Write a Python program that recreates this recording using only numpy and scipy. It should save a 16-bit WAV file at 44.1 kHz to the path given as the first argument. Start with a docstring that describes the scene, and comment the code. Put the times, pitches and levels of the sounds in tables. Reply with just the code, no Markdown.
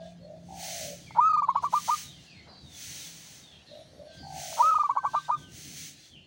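"""A zebra dove caged outdoors, close to the microphone, sings two phrases: a long coo, then clipped ones.
Each note may start as a rasp of puffs ringing the throat, swells as a low gliding chuck and breaks upward
into a clear arched tone with overtones. Farther off a bigger dove purrs in chopped gliding tones, small
birds chirp in falling noisy tones, and coloured noise makes far chatter, rustles and a swelling hiss.
Under them lie a traffic rumble, a motor's hum and open air; for a moment a thin ringing sounds high up."""
import sys
import numpy as np
from scipy import signal
from scipy.fft import rfft, irfft
from scipy.io import wavfile

SR = 44100
rng = np.random.default_rng(int(sys.argv[2]) if len(sys.argv) > 2 else 0)


def wrap_up_sound(samples):
    """Save the sound to the file named by the first command line argument, as 16-bit audio."""
    columns = np.atleast_2d(samples).T
    # keep every value between -1 and 1, then stretch to whole-number steps
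    tamed = np.clip(columns, -1, 1)
    steps = np.round(tamed * 32767).astype(np.int16)
    wavfile.write(sys.argv[1], SR, steps)


N = 276066
TIME = np.arange(N) / SR
CUTOFF_HZ = 15800

# All levels are relative; a half length runs from the middle to 3 dB down.
# open air, steady colour: f/Hz, density/dB per Hz
AIR_COLOUR = [(150, 7.5), (450, 3.5), (700, 6.5), (1000, -2.5), (2000, -4), (4000, -19.5), (6300, -13),
              (8000, -21.5), (10000, -18), (13000, -49)]
# strength of the open air: t/s, level/dB
AIR_LEVEL = [(0, -67.5), (1.4, -66), (2.6, -63.5), (3.3, -62.5), (4.0, -64), (5.3, -69), (6.26, -70)]
# far traffic rumble, colour: f/Hz, density/dB per Hz
RUMBLE_COLOUR = [(20, -38), (40, -34), (62, -2), (80, 2.5), (115, 0), (150, 4.5), (200, -3.5), (320, -6.5),
                 (450, -19), (700, -17.5), (1500, -49)]
# strength of the rumble: t/s, level/dB
RUMBLE_LEVEL = [(0, -55), (.9, -54), (1.9, -56), (2.7, -56), (3.25, -63), (3.55, -57), (4.55, -55.5),
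                (4.9, -61), (5.2, -56.5), (5.9, -59), (6.26, -60)]
# slow swells of far traffic: middle t/s, half length/s, level/dB
TRAFFIC_SWELLS = [(3.05, 0.155, -67.5), (5.68, 0.19, -60)]
# colour of those swells: f/Hz, density/dB per Hz
TRAFFIC_SWELL_COLOUR = [(120, -20), (220, -3.5), (300, 5.5), (400, -10), (600, -20.5), (1000, -47)]
# a far motor's hum, coming and going: middle t/s, half length/s, level/dB, f/Hz
HUM = [(.08, 0.19, -50, 173.3), (.53, 0.13, -51, 173), (.92, .08, -53, 173.8), (1.55, 0.39, -58.5, 172.9),
       (3.12, .07, -57.5, 165.8), (4.33, 0.09, -54, 150.6), (5.14, 0.13, -58.5, 151),
       (5.86, 0.064, -59, 149.3)]
# swells of the bright hiss: middle t/s, half length/s, level/dB
HISS_SWELLS = [(.08, 0.053, -73), (.75, 0.13, -44.5), (1.645, 0.02, -58.5), (1.8, 0.071, -49.5),
               (1.94, .085, -45.5), (2.24, .04, -68), (2.77, 0.034, -61), (2.94, 0.15, -48.5),
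               (3.27, .13, -56.5), (3.85, 0.19, -78.5), (4.16, 0.026, -67.5), (4.52, 0.14, -47),
               (5.18, 0.12, -63), (5.41, 0.032, -63), (5.67, 0.12, -52.5), (5.83, 0.065, -49.5),
               (6.04, 0.059, -64)]
# colour of the hiss: f/Hz, density/dB per Hz
HISS_COLOUR = [(820, -38), (1400, -16), (1550, -13.5), (2080, -6.5), (2760, -8), (3120, -4.5), (3450, -7.5),
               (4400, -3.5), (4970, -7.5), (6280, 1), (7090, -7.5), (9140, -9.5), (13300, -22.5),
               (15000, -13.5), (15800, -5)]
# soft rustling bumps: t/s, rise/s, decay/s, level/dB
BUMPS = [(2.45, 0.053, 0.072, -54.5), (2.85, 0.12, 0.43, -66), (5.56, 0.075, 0.11, -75)]
# colour of the bumps: f/Hz, density/dB per Hz
BUMP_COLOUR = [(90, -51), (180, 0), (350, -2), (700, 6.5), (1100, 1), (1800, -6.5), (3000, -45)]
# thin high ringing tones: f/Hz, level/dB
RINGING_TONES = [(5593, -74), (8021, -95), (8516, -85), (9082, -82.5), (9437, -89.5), (10099, -86),
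                 (11350, -89), (13200, -91)]
# their common level curve: t/s, level/dB
RINGING_LEVEL = [(3.55, -15), (3.75, 0.5), (4.1, -2), (4.2, -32)]
# far bird chatter in the trees, flaring up: middle t/s, half length/s, level/dB
CHATTER_SWELLS = [(.05, 0.057, -61.5), (.3, .08, -69), (1.1, 0.11, -61), (1.65, 0.097, -59),
                  (2.22, 0.23, -59), (3.52, 0.36, -62), (4.15, 0.088, -61.5), (4.7, 0.19, -60),
                  (5.2, 0.084, -55.5), (6.0, 0.093, -60)]
# colour of the chatter: f/Hz, density/dB per Hz
CHATTER_COLOUR = [(900, -41.5), (1700, -5), (2300, -8.5), (3300, 0.5), (4500, -0.5), (5500, -8),
                  (7500, -14.5), (11000, -43.5)]
# far held whistles: middle t/s, half length/s, level/dB, f/Hz
WHISTLES = [(.02, 0.024, -67, 1632), (4.19, 0.083, -57, 1564), (4.42, 0.044, -56, 1545),
            (4.8, 0.12, -58.5, 1512), (5.02, 0.081, -49, 1552), (5.14, 0.081, -50, 1558),
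            (5.38, .06, -58, 1528)]
# small birds' falling whistles: t/s, length/s, level/dB, start f/Hz, end f/Hz
CHIRPS = [(1.008, .062, -61, 3450, 3180), (1.062, .065, -53, 2426, 2010), (1.456, .13, -66, 3980, 3400),
          (2.027, .11, -53, 4030, 3400), (2.123, .078, -57.5, 3250, 2760), (2.259, .16, -56.5, 2854, 1936),
          (2.257, 0.173, -64, 4400, 4250), (2.477, 0.15, -60, 4140, 3940), (2.611, 0.17, -54, 3850, 3365),
          (2.952, .13, -52.5, 4010, 3310), (3.41, .16, -56, 3870, 3140), (3.656, .09, -59, 4360, 3485),
          (4.05, 0.093, -61, 4600, 3900), (4.064, .15, -63.5, 3590, 3070), (5.332, .17, -57.5, 3780, 2710),
          (6.094, .1, -54, 3503, 2730)]
# small birds' harsh calls: t/s, length/s, level/dB, start f/Hz
HARSH_CALLS = [(1.268, 0.11, -55.5, 4640), (2.48, .13, -56.5, 4800), (3.512, 0.1, -62, 2900),
               (3.661, 0.12, -60, 4240), (4.165, 0.13, -54.5, 4760), (6.15, 0.04, -58, 2730)]
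# the bigger dove, twice a few short coos and a long falling one:
# t/s, length/s, attack/s, level/dB, start f/Hz, end f/Hz, purr depth (0-1)
FAR_DOVE = [(-.04, 0.14, 0.059, -46, 623, 681, 0.33), (0.179, 0.2, 0.18, -46, 498, 668, 0.62),
            (.37, .11, 0.038, -58.5, 610, 633, 0.5), (0.484, 0.48, 0.024, -46, 777, 546.3, 0.86),
            (3.697, 0.144, 0.039, -49.5, 566, 639, 0.7), (3.909, .24, 0.08, -50, 525, 637, 0.7),
            (4.225, 0.5, 0.021, -46.5, 778.3, 553, .85)]
# near dove's notes, timed at the break from chuck to clear tone:
# t/s, rasp length/s, chuck length/s, chuck level/dB, tone length/s, tone level/dB, top f/Hz
NOTES = [(1.205, 0.03, .026, -10.5, 0.091, -16.5, 1301), (1.292, 0, .003, -44, 0.037, -19, 1262),
         (1.331, 0, 0.0048, -33, 0.034, -17.5, 1247), (1.372, 0, 0.0086, -22.5, 0.038, -19, 1215),
         (1.427, 0, 0.008, -18.5, 0.031, -22, 1174), (1.497, .004, 0.011, -12, .024, -23, 1100),
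         (1.566, 0.01, 0.0091, -14, .030, -24, 1147), (1.647, .015, .008, -16, 0.031, -23.5, 1176),
         (1.748, 0.01, 0.014, -14, 0.042, -20.5, 1210), (1.905, 0.013, .016, -15.5, 0.048, -21, 1229),
         (4.624, 0.028, 0.029, -11.5, 0.091, -17, 1312), (4.711, 0, 0.0049, -48, 0.036, -18.5, 1275),
         (4.752, 0, 0.011, -23.5, 0.03, -17.5, 1245), (4.793, 0.0006, 0.0089, -27, .035, -18.5, 1218),
         (4.84, 0, 0.0069, -21, 0.032, -21.5, 1184), (4.905, 0.0028, .012, -15, 0.022, -22.5, 1132),
         (4.977, .008, 0.0088, -14.5, 0.021, -22, 1128), (5.056, 0.018, 0.007, -15.5, 0.027, -23, 1160),
         (5.155, 0.015, 0.0068, -15.5, .038, -22, 1201), (5.311, 0.014, .016, -16, 0.049, -23, 1225)]
# lone puffs just before a note: t/s, level/dB
PUFFS = [(1.107, -36.5), (1.473, -35), (4.526, -36), (4.953, -31.5)]
# throat resonances that the rasp rings: f/Hz, width/Hz, level/dB
THROAT = [(622, 93, -15), (887, 71, 1.5), (1300, 82, -8), (1476, 84, -16)]
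# end pitch of the chuck's glide, highest for brief chucks: chuck length/s, end f/Hz
CHUCK_TOP = [(.011, 1096), (.017, 992), (.03, 1028)]
# the tone snaps in after a hard chuck, eases in after a weaker one: chuck level/dB, attack/s
ATTACK = [(-42.5, 0.0049), (-26.5, 0.0061), (-17.5, 0.0025)]
# short tones crest early, the long coo climbs almost to its end: tone length/s, crest place (0-1)
CREST = [(.025, 0.2), (.052, 0.5), (.095, .84)]
# how far a tone droops at its end, most for middling tops near 1165 Hz: top f/Hz, droop/Hz
DROOP = [(1110, 43), (1165, 120), (1215, 35), (1300, 60)]
# spectral envelope of the clear tone's overtones: f/Hz, level/dB
OVERTONES = [(2000, -26.5), (2600, -33.5), (3500, -42.5), (4300, -46), (5000, -48.5), (5800, -45.5),
             (6700, -34.5), (7400, -42.5), (8300, -65.5), (12000, -65)]


def from_db(db):
    """Amplitude factor of a level in dB."""
    return 10 ** (np.asarray(db) / 20)


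def rms_one(x):
    """Scales a sound to rms 1."""
    return x / np.sqrt(np.mean(x ** 2) + 1e-20)


def in_time(rows):
    """Columns of a curve over time, joined by straight lines."""
    s, *columns = np.transpose(rows)
    return [np.interp(TIME, s, c) for c in columns]


def during(rows):
    """One while a curve lasts, else zero."""
    return (TIME >= rows[0][0]) & (TIME <= rows[-1][0])


def at_hz(points, hz):
    """Reads a spectrum on a log-frequency axis."""
    f, db = np.transpose(points)
    return np.interp(np.log(hz + 1e-9), np.log(f), db)


def lookup(points, at):
    """Reads a rule given as points joined by straight lines."""
    return np.interp(at, *np.transpose(points))


def ease(u):
    """A quarter sine from 0 to 1."""
    return np.sin(np.pi / 2 * np.clip(u, 0, 1))


def phase_of(hz):
    """Phase in radians: the running sum of frequency."""
    return 2 * np.pi * np.cumsum(hz) / SR


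def drift(rate, size=N):
    """Random curve around zero: straight lines between normal knots, rate knots a second."""
    knots = rng.standard_normal(8192)
    return np.interp(np.arange(size) * rate / SR, np.arange(len(knots)), knots)


def noise(spectrum):
    """Noise of a given colour, rms 1."""
    hz = np.fft.rfftfreq(N, 1 / SR)
    colour = from_db(at_hz(spectrum, hz))
    return rms_one(irfft(rfft(rng.standard_normal(N)) * colour, N))


def add(out, s, sound):
    """Mixes a sound in at time s."""
    i = max(round(s * SR), 0)
    out[i:i + len(sound)] += sound[:max(N - i, 0)]


def swell(middle, half_length, rise=4.5, fall=2.5):
    """A round-topped swell of height 1; rise and fall set how steep its flanks are."""
    u = (TIME - middle) / half_length
    steepness = np.where(u < 0, rise, fall)
    return 1 / np.sqrt(1 + np.abs(u) ** (2 * steepness))


def swells(rows, floor_db, rise, fall):
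    """Gain that swells again and again out of a steady floor; powers add."""
    power = sum((from_db(db) * swell(s, half, rise, fall)) ** 2 for s, half, db in rows)
    return np.sqrt(from_db(floor_db) ** 2 + power)


def held_tones(rows, waver, waver_rate):
    """Sines of unsteady pitch that each swell and fade."""
    out = np.zeros(N)
    for s, half, db, hz in rows:
        phase = phase_of(hz * (1 + waver * drift(waver_rate)))
        out += from_db(db) * swell(s, half) * np.sqrt(2) * np.sin(phase)
    return out


def garden(x, t60, gap_s):
    """Scatter from walls and leaves: a decaying diffuse tail that starts after a short gap."""
    t = TIME[:SR]
    tail = rng.standard_normal(SR) * from_db(-60 * t / t60) * (t > gap_s)
    return signal.fftconvolve(x, tail / np.sqrt(np.sum(tail ** 2)))[:N]


def background(hum_db=0.0, rumble_db=0.0, lumpy_db=4.0):
    """Lumpy traffic rumble with slow swells, a hum that comes and goes, and open air."""
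    (low_db,), (air_db,) = in_time(RUMBLE_LEVEL), in_time(AIR_LEVEL)
    hum = from_db(hum_db) * held_tones(HUM, waver=0.011, waver_rate=11.0)
    rumble = from_db(low_db + rumble_db + lumpy_db * drift(14)) * noise(RUMBLE_COLOUR)
    passing = swells(TRAFFIC_SWELLS, floor_db=-78.5, rise=2.5, fall=2.5) * noise(TRAFFIC_SWELL_COLOUR)
    air = from_db(air_db) * noise(AIR_COLOUR)
    return hum + rumble + passing + air


def hiss(level_db=8.0, full_db=-52, dulling=0.35, split_hz=10500):
    """Smooth bright noise that swells, and loses treble as it fades."""
    gain = swells(HISS_SWELLS, floor_db=-88, rise=3.95, fall=2.63)
    bright = noise(HISS_COLOUR)
    dull = signal.sosfiltfilt(signal.butter(4, split_hz, fs=SR, output="sos"), bright)
    openness = np.minimum(gain / from_db(full_db), 1) ** dulling
    return from_db(level_db) * gain * (dull + openness * (bright - dull))


def bumps():
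    """Dull, soft rustles of noise that rise quickly and die away exponentially."""
    envelope = np.zeros(N)
    for s, rise, decay, db in BUMPS:
        dying = np.exp(-np.maximum(TIME - s - rise, 0) / decay)
        envelope += from_db(db) * ease((TIME - s) / rise) * dying
    return envelope * noise(BUMP_COLOUR)


def ringing(waver=0.0011, flutter_db=4.5):
    """A few thin, fluttering sines come and go together high in the treble."""
    curve_db, = in_time(RINGING_LEVEL)
    tones = np.zeros(N)
    for hz, db in RINGING_TONES:
        gain = from_db(db + flutter_db * drift(30))
        tones += gain * np.sqrt(2) * np.sin(phase_of(hz * (1 + waver * drift(40))))
    return during(RINGING_LEVEL) * from_db(curve_db) * tones


def chatter(level_db=0.5):
    """Far calls blurred into noise; each narrow band comes and goes by itself."""
    wash, edges = noise(CHATTER_COLOUR), np.geomspace(1300, 10000, 41)
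    patchy = np.zeros(N)
    for band in zip(edges, edges[1:]):
        narrow = signal.sosfilt(signal.butter(2, band, "band", fs=SR, output="sos"), wash)
        patchy += narrow * from_db(3.5 * drift(16))
    gain = swells(CHATTER_SWELLS, floor_db=-70, rise=3.3, fall=2.5)
    return from_db(level_db) * gain * rms_one(patchy)


def whistle(flutter_db=6.5, level_db=0.0):
    """Thin tones far away, unsteady in pitch and level."""
    return from_db(level_db + flutter_db * drift(25)) * held_tones(WHISTLES, waver=0.0055, waver_rate=70)


def bird_call(length, start_hz, end_hz, spread_hz, purity, edge=.12):
    """A falling tone inside a band of noise that falls with it; rms 1 before its edges fade."""
    u = np.linspace(0, 1, int(length * SR))
    phase = phase_of(start_hz + (end_hz - start_hz) * u)
    in_phase = (purity + drift(spread_hz, len(u))) * np.cos(phase)
    call = in_phase + drift(spread_hz, len(u)) * np.sin(phase)
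    return ease(u / edge) * ease((1 - u) / edge) * rms_one(call)


def chirps(base_spread_hz=90, smear_s=.026, harsh_fall_hz_per_s=2600, clear_db=0.0, harsh_db=0.0):
    """Small birds: falling whistles, the more smeared the faster they fall, and wide harsh calls."""
    out = np.zeros(N)
    for s, length, db, start_hz, end_hz in CHIRPS:
        spread = base_spread_hz + smear_s * abs(start_hz - end_hz) / length
        add(out, s, from_db(db + clear_db) * bird_call(length, start_hz, end_hz, spread, purity=1.3))
    for s, length, db, start_hz in HARSH_CALLS:
        end_hz = start_hz - harsh_fall_hz_per_s * length
        call = bird_call(length, start_hz, end_hz, spread_hz=620, purity=.3)
        add(out, s, from_db(db + harsh_db) * call)
    return out


def far_dove(purr_hz=54, unevenness=0.1, waver=0.032, sharpness=2.38, release_s=0.095, linger=1.45,
             shake_db=2.0, level_db=0.0):
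    """Low gliding coos that linger near their top pitch, chopped by uneven pulses into a purr."""
    out = np.zeros(N)
    purr_phase = phase_of(purr_hz * (1 + unevenness * drift(30)))
    purr = rms_one(np.exp(sharpness * np.cos(purr_phase)))
    wobble, shake = 1 + waver * drift(120), shake_db * drift(45)
    for s, length, attack, db, start_hz, end_hz, depth in FAR_DOVE:
        t, depth = np.clip(TIME - s, 0, length), np.clip(depth, 0, 1)
        from_top = t / length if start_hz > end_hz else 1 - t / length
        hz = max(start_hz, end_hz) - abs(end_hz - start_hz) * from_top ** linger
        envelope = from_db(db + level_db + shake) * ease(t / attack) * ease((length - t) / release_s)
        chopped = envelope * (1 - depth + depth * purr)
        out += chopped * np.sqrt(2) * np.sin(phase_of(hz * wobble))
    return out


def ring(pulses, hz, width_hz):
    """Each pulse sets a damped sine ringing."""
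    r, w = np.exp(-np.pi * width_hz / SR), 2 * np.pi * hz / SR
    return signal.lfilter([0, np.sin(w)], [1, -2 * r * np.cos(w), r * r], pulses + 1e-18)


def throat(at, sizes, edge_hz=1700):
    """Puffs at the given times ring the throat's resonances; peak 1."""
    puffs = np.zeros(SR // 10)
    puffs[(at * SR).astype(int)] = sizes
    sound = np.zeros(len(puffs))
    for k, (hz, width_hz, db) in enumerate(THROAT):
        sound += (-1) ** k * from_db(db) * ring(puffs, hz, width_hz)   # neighbours in opposite sign
    sound = signal.sosfilt(signal.butter(4, [480, edge_hz], "band", fs=SR, output="sos"), sound)
    return sound / np.abs(sound).max()


def crop(x, low_hz=620, high_hz=1480):
    """The dove's swollen throat passes only the fundamental's band and rounds each note's edges."""
    return signal.sosfiltfilt(signal.butter(4, [low_hz, high_hz], "band", fs=SR, output="sos"), x)


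def rasps(pulse_hz=270, jitter=.12, first_db=-30, growth_db=17, peak_db=-20.5, build_s=.0075):
    """Separate, growing puffs of the syrinx before the tone catches; brief rasps stay weak."""
    out = np.zeros(N)
    for s, length, chuck_length, *_ in NOTES:
        gaps = np.abs(1 + jitter * rng.standard_normal(16)) / pulse_hz
        if length > 0:   # slurred notes have no rasp
            at = np.cumsum(gaps) - gaps[0]
            at = at[at <= max(length - 1 / pulse_hz / 2, 0)]
            db = first_db + (peak_db - first_db) * min(length / build_s, 1)
            rasp = throat(at, from_db(growth_db * at / length))
            add(out, s - chuck_length - length, from_db(db) * rasp)
    for s, db in PUFFS:
        add(out, s, from_db(db) * throat(np.zeros(1), 1))
    return out


def chucks(start_hz=865, bend=0.81, rise=0.65, fall=0.42, second_db=-39, level_db=0.0):
    """The lower register: a short upward glide that collapses at the break."""
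    tone, sheen = np.zeros((2, N))
    for s, _, length, db, *_ in NOTES:
        u = np.linspace(0, 1, int(length * SR))
        phase = phase_of(start_hz + (lookup(CHUCK_TOP, length) - start_hz) * u ** bend)
        envelope = ease(u / rise) * ease((1 - u) / fall)
        add(tone, s - length, from_db(db) * envelope * np.sin(phase))
        second_harmonic = envelope ** 2 * np.sin(2 * phase)
        add(sheen, s - length, from_db(db + second_db) * second_harmonic)
    return from_db(level_db) * (crop(tone) + sheen)


def coos(climb_hz_per_s=1350, fade_s=.015, db_per_hz=.018, waver=0.0063, overtone_db=0.0,
         level_db=0.34, release_s=0.013, release_db=-37):
    """The upper register: an almost pure arched tone whose overtones grow with loudness."""
    tone, sheen = np.zeros((2, N))
    for s, _, _, chuck_db, length, db, top_hz in NOTES:
        t = TIME[:int(length * SR)]
        u = t / length
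        # climb to a crest, then droop
        place = np.clip(lookup(CREST, length), .1, .9)
        before, after = np.clip(1 - u / place, 0, 1), np.clip((u - place) / (1 - place), 0, 1)
        climb = climb_hz_per_s * length * before ** 1.4
        hz = top_hz - climb - lookup(DROOP, top_hz) * after ** 2
        phase = phase_of(hz * (1 + waver * drift(400, len(t))))
        envelope = ease(t / lookup(ATTACK, chuck_db)) * ease((length - t) / fade_s)
        envelope = envelope * from_db(db_per_hz * (hz - top_hz))   # weaker away from the crest's pitch
        overtones = sum(from_db(at_hz(OVERTONES, k * hz)) * np.sin(k * phase) for k in range(2, 11))
        add(tone, s, from_db(db) * envelope * np.sin(phase))
        add(sheen, s, from_db(db + overtone_db) * envelope ** 2 * overtones)
        # the syrinx flutters once more, weakly, as it closes
        t = TIME[:int(release_s * SR)]
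        flutter = np.sin(np.pi * t / release_s) * np.sin(2 * np.pi * hz[-1] * t)
        add(tone, s + length - .001, from_db(release_db) * flutter)
    return from_db(level_db) * (crop(tone) + sheen)


def scene(near_wet_db=-28, dove_dry_db=-1.5, dove_wet_db=-2.0, birds_dry_db=-4, birds_wet_db=-2.0):
    """The caged dove is close and nearly dry; the bigger dove and small birds are washed in scatter."""
    dove = coos() + chucks() + rasps()
    near = dove + from_db(near_wet_db) * garden(dove, t60=0.43, gap_s=0.011)
    neighbour, birds = far_dove(), chirps() + whistle()
    far = from_db(dove_dry_db) * neighbour
    far += from_db(dove_wet_db) * garden(neighbour, t60=.3, gap_s=.003)
    far += from_db(birds_dry_db) * birds
    far += from_db(birds_wet_db) * garden(birds, t60=.45, gap_s=.004)
    return (near + far + chatter() + ringing() + bumps() + hiss() + background())[None]


def record(dry, low_cut_hz=42):
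    """The microphone loses the deep bass; the top is cut steeply."""
    thin = signal.sosfilt(signal.butter(2, low_cut_hz, "high", fs=SR, output="sos"), dry)
    return signal.sosfilt(signal.ellip(12, .1, 90, CUTOFF_HZ, fs=SR, output="sos"), thin)


dry = scene()
out = record(dry)
wrap_up_sound(out)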